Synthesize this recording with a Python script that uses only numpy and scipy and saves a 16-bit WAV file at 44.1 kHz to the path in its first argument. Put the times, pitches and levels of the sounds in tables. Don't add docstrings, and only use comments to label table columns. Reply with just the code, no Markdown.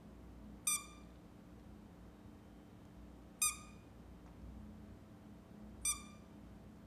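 import sys
import numpy as np
from scipy import signal
from scipy.fft import rfft, irfft
from scipy.io import wavfile
from scipy.ndimage import uniform_filter1d

SR = 44100
rng = np.random.default_rng(int(sys.argv[2]) if len(sys.argv) > 2 else 0)


def elevation(decibels):
    levels = np.asarray(decibels, float)
    return 10 ** (levels / 20)


def int16_out(signal):
    q = np.round(np.clip(np.atleast_2d(signal).T, -1, 1) * 32767)
    wavfile.write(sys.argv[1], SR, q.astype(np.int16))


N = 302523

# multiple of shaft rate, rms level/dB
HUM_PARTIALS = [(1, -68), (2, -71.5), (3, -68), (4, -76), (5, -68), (8, -86), (9, -81), (11, -77.5),
                (13, -81.5), (15, -88), (17, -87.5), (19, -87), (21, -92)]
# t/s, length/s, deep-mode level/dB, upper-mode
# level/dB
TRAFFIC_SWELLS = [
    (0.105, .15, 3.5, 4),
    (0.896, 0.2, -1.5, -2),
    (2.2, .3, 1.5, -2),
    (3.3, 0.17, -11, -2),
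    (3.551, 0.18, 7.5, -1.5),
    (4.259, .04, -1, 6),
    (4.504, 0.15, 6, 4),
    (5.445, 0.23, -1, 1),
    (5.902, 0.2, 4.5, 0),
    (6.8, 0.44, 0, 1.5),
]
# f/Hz, width/Hz, level/dB
ROOM_MODES = [(59.78, 5, -64), (90.4, 25, -68.5), (165.8, 42, -68.5), (210.13, 5.64, -63.5), (247, 8, -72)]
# t/s, f/Hz, level/dB
ENGINE_TRACK = [(4.25, 76, -78), (4.45, 81.5, -65), (4.85, 94.8, -61.5), (5.1, 100, -68), (5.4, 105, -86)]
# f/Hz, level/dB (per Hz)
NOISE_SPECTRUM = [(20, -36), (33, -20.5), (40, -5.5), (50, -6), (115, -6), (140, -14), (300, -8),
                  (600, -16), (1200, -22.5), (2500, -31.5), (5000, -38), (9500, -41), (10500, -45),
                  (11500, -42.5), (15100, -45), (15350, -76)]
# start t/s, end t/s, level/dB
AIR_LEAKS = [
    (0.645, 0.662, -68),
    (3.39, 3.417, -68),
    (5.815, 5.864, -64.5),
]
# t/s, f/Hz
REED_RATES = [
    [(.6712, 1200), (.678, 1225), (.690, 1190), (.698, 1197), (.706, 1175), (.728, 1192), (.748, 1185),
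     (.755, 1172)],
    [(3.4179, 1220), (3.427, 1243), (3.434, 1222), (3.443, 1231), (3.450, 1207), (3.464, 1236),
     (3.478, 1188), (3.491, 1168)],
    [(5.8514, 1184), (5.857, 1196), (5.866, 1176), (5.876, 1190), (5.882, 1186), (5.896, 1205),
     (5.906, 1186), (5.915, 1166)],
]
BITE_LEVELS = [-34.5, -33.5, -34.5]
# multiple, level/dB
REED_OVERTONES = [
    [(1, -9.5), (2, -13.5), (3, -13), (4, -13.5), (5, -9.5), (6, -3.5), (7, -4), (8, -2), (9, -10),
     (10, -12.5), (11, -12.5), (12, -25), (13, -33)],
    [(1, -10), (2, -9), (3, -13.5), (4, -10.5), (5, -7), (6, 0.5), (7, -2.5), (8, 1.5), (9, -8.5),
     (10, -9.5), (11, -16), (12, -21.5), (13, -35.5)],
    [(1, -11.5), (2, -14.5), (3, -15.5), (4, -14.5), (5, -8.5), (6, -6), (7, -5), (8, -3.5), (9, -13),
     (10, -17.5), (11, -18), (12, -35), (13, -34)],
]
# delay/s, level/dB
FLOOR_BOUNCES = [(.00035, -3), (.00035, -4), (.00035, -3)]
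DIRECT_LEVELS = [-0.5, 1, -1.5]
ROOM_SENDS = [-1.5, -0.5, -1.5]
# delay/s, level/dB
EARLY_ECHOES = [(.0031, -24), (.0074, -22), (.0122, -22), (.019, -22)]
# f/Hz, t60/s
REVERB_TIMES = [(1000, 0.56), (2500, 0.75), (5000, 0.67), (8000, 0.48), (10000, 0.37), (12500, .33),
                (16000, 0.26)]
# f/Hz, level/dB
REVERB_COLOUR = [(600, 9), (1200, 7.5), (2400, 2.5), (3600, 1), (5000, -2), (7000, -5.5), (9000, -5),
                 (12000, -3.5), (16000, -6.5)]
# t/s, peak level/dB, centre f/Hz, width/Hz, t60/s
TOOTH_TAPS = [(1.035, -62, 3500, 1500, .015), (1.105, -64, 3820, 3000, .01),
              (1.158, -59, 3470, 1990, 0.013), (1.597, -60, 3950, 7000, 0.0088),
              (2.853, -58.5, 4970, 12000, 0.0073), (4.260, -52, 745, 700, 0.04),
              (4.262, -66.5, 5800, 2500, 0.1), (4.276, -61, 2200, 1500, 0.044),
              (4.418, -71, 5440, 1200, .02), (6.262, -71, 5280, 1000, 0.0099),
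              (6.760, -73, 5330, 910, .012)]


def unit(x):
    return x / np.sqrt(np.mean(x ** 2))


def on_log_hz(table, hz):
    f, v = np.transpose(table)
    return np.interp(np.log(np.maximum(hz, 1)), np.log(f), v)


def colour(x, table):
    gain = elevation(on_log_hz(table, np.fft.rfftfreq(len(x), 1 / SR)))
    return irfft(rfft(x) * gain, len(x))


def resonate(x, hz, width):
    return signal.lfilter(*signal.iirpeak(hz, max(hz / width, .6), SR), x)


def resonate_twice(x, hz, width):
    return resonate(resonate(x, hz, width), hz, width)


def walk(rate, size=N):
    hold = int(SR / rate)
    steps = np.repeat(rng.standard_normal(size // hold + 1), hold)
    slewed = uniform_filter1d(uniform_filter1d(steps, hold), hold)
    return unit(slewed[:size])


def swell(s, length):
    return np.exp(-((np.arange(N) / SR - s) / length) ** 2)


def glide(hz):
    return 2 * np.pi * np.cumsum(hz) / SR


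def compressor(shaft_hz=59.47, rattle_db=-80):
    turn = 2 * np.pi * shaft_hz * np.arange(N) / SR
    hum = np.zeros(N)
    for multiple, db in HUM_PARTIALS:
        level = np.sqrt(2) * elevation(db + walk(3))
        hum += level * np.sin(multiple * turn + rng.uniform(0, 2 * np.pi))
    rattle = rng.standard_normal(N) * np.exp(0.56 * np.cos(2 * turn))
    return hum + elevation(rattle_db) * unit(resonate_twice(rattle, 800, 1300))


def whine(level_db=-92.5, second_db=-5, wander_hz=6, flicker_db=2):
    warming_up = np.arange(N) / SR < 1.6
    db = level_db + 5 * swell(2.4, 0.56) - 3 * warming_up

    def tone(hz):
        return elevation(flicker_db * walk(12)) * np.sin(glide(hz + wander_hz * walk(30)))

    return np.sqrt(2) * elevation(db) * (tone(3100) + elevation(second_db) * tone(3740))


def rumble():
    swells = sum(np.outer(db, swell(s, length)) for s, length, *db in TRAFFIC_SWELLS)
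    deep, upper = elevation(swells)
    modes = np.zeros(N)
    for hz, width, db in ROOM_MODES:
        mode = unit(resonate_twice(rng.standard_normal(N), hz, width))
        modes += elevation(db) * mode * (deep if hz < 130 else upper)
    t = np.arange(N) / SR
    s, hz, db = np.transpose(ENGINE_TRACK)
    engine_level = np.sqrt(2) * elevation(np.interp(t, s, db, -120, -120))
    return modes + engine_level * np.sin(glide(np.interp(t, s, hz)))


def air(level_db=-62.5):
    return elevation(level_db) * unit(colour(rng.standard_normal(N), NOISE_SPECTRUM))


def leaks():
    t = np.arange(N) / SR
    hiss = unit(resonate_twice(rng.standard_normal(N), 9200, 1800))
    envelope = np.zeros(N)
    for start, end, db in AIR_LEAKS:
        growth = elevation(np.interp(t, [start, end], [db - 12, db]))
        envelope += growth * (t > start) * (t < end)
    return hiss * envelope


def bite(squeeze, mean_db, db_per_hz=0.13):
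    s, hz = np.transpose(squeeze)
    db = mean_db + db_per_hz * (hz - hz.mean())
    catch = (s[0] - .0026, hz[0] - 190, db[0] - 36)
    sag = (s[-1] + .008, hz[-1] - 50, db[-1] - 4)
    stall = (sag[0] + .006, sag[1] - 100, sag[2] - 31)
    return [catch, *zip(s, hz, db), sag, stall]


def squeak(blow, overtones, shimmer_db=.8, air_db=-45, dulling=.075):
    s, hz, db = np.transpose(blow)
    first = int(s[0] * SR)
    t = np.arange(first, int(s[-1] * SR)) / SR
    cycle = glide(np.interp(t, s, hz))
    level_db = np.interp(t, s, db)
    slack_db = dulling * (level_db - db.max())
    tones = np.zeros(len(t))
    for multiple, gain_db in overtones:
        shimmer = shimmer_db * walk(70, size=len(t))
        tone_db = gain_db + (multiple - 7) * slack_db + shimmer
        tones += elevation(tone_db) * np.sin(multiple * cycle)
    breath = resonate(rng.standard_normal(len(t)), 6300, 4700) * (1 + np.cos(cycle))
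    out = np.zeros(N)
    out[first:][:len(t)] = (unit(tones) + elevation(air_db) * unit(breath)) * elevation(level_db)
    return out


def bounce(x, delay, db):
    shift = np.exp(-2j * np.pi * np.fft.rfftfreq(N, 1 / SR) * delay)
    return x + elevation(db) * irfft(rfft(x) * shift, N)


def room(x, wet_db=-10, build_s=0.0083):
    t = np.arange(SR) / SR
    tail = np.zeros(SR)
    for hz in 700 * 2 ** np.arange(0, 4.6, .5):
        edges = [hz / 2 ** .25, hz * 2 ** .25]
        half_octave = signal.butter(2, edges, "band", fs=SR, output="sos")
        band = signal.sosfilt(half_octave, rng.standard_normal(SR))
        tail += band * elevation(-60 * t / on_log_hz(REVERB_TIMES, hz))
    tail = unit(tail * (1 - np.exp(-t / build_s))) / np.sqrt(SR) * elevation(wet_db)
    for delay, db in EARLY_ECHOES:
        tail[int(delay * SR)] += elevation(db)
    return signal.fftconvolve(x, colour(tail, REVERB_COLOUR))[:N]


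def ticks():
    out, t = np.zeros(N), np.arange(4000) / SR
    for s, db, hz, width, t60 in TOOTH_TAPS:
        burst = rng.standard_normal(len(t)) * elevation(-60 * t / t60)
        tap = resonate_twice(burst, hz, width)
        out[int(s * SR):][:len(t)] += elevation(db) * tap / np.abs(tap).max()
    return out


def scene():
    steady = compressor() + whine() + rumble() + air()
    mouth = leaks() + ticks()
    near, sent = mouth.copy(), mouth.copy()
    bites = zip(REED_RATES, BITE_LEVELS, REED_OVERTONES, FLOOR_BOUNCES, DIRECT_LEVELS, ROOM_SENDS)
    for squeeze, mean_db, overtones, floor, near_db, send_db in bites:
        toy = squeak(bite(squeeze, mean_db), overtones)
        near += elevation(near_db) * bounce(toy, *floor)
        sent += elevation(send_db) * toy
    return (near + room(sent) + steady)[None]


def top_cut(x):
    return signal.sosfilt(signal.butter(12, 15680, fs=SR, output="sos"), x)


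def record(dry):
    top = signal.ellip(10, .2, 70, 15750, fs=SR, output="sos")
    mix = signal.sosfilt(top, dry)
    return top_cut(mix)


dry = scene()
out = record(dry)
int16_out(out)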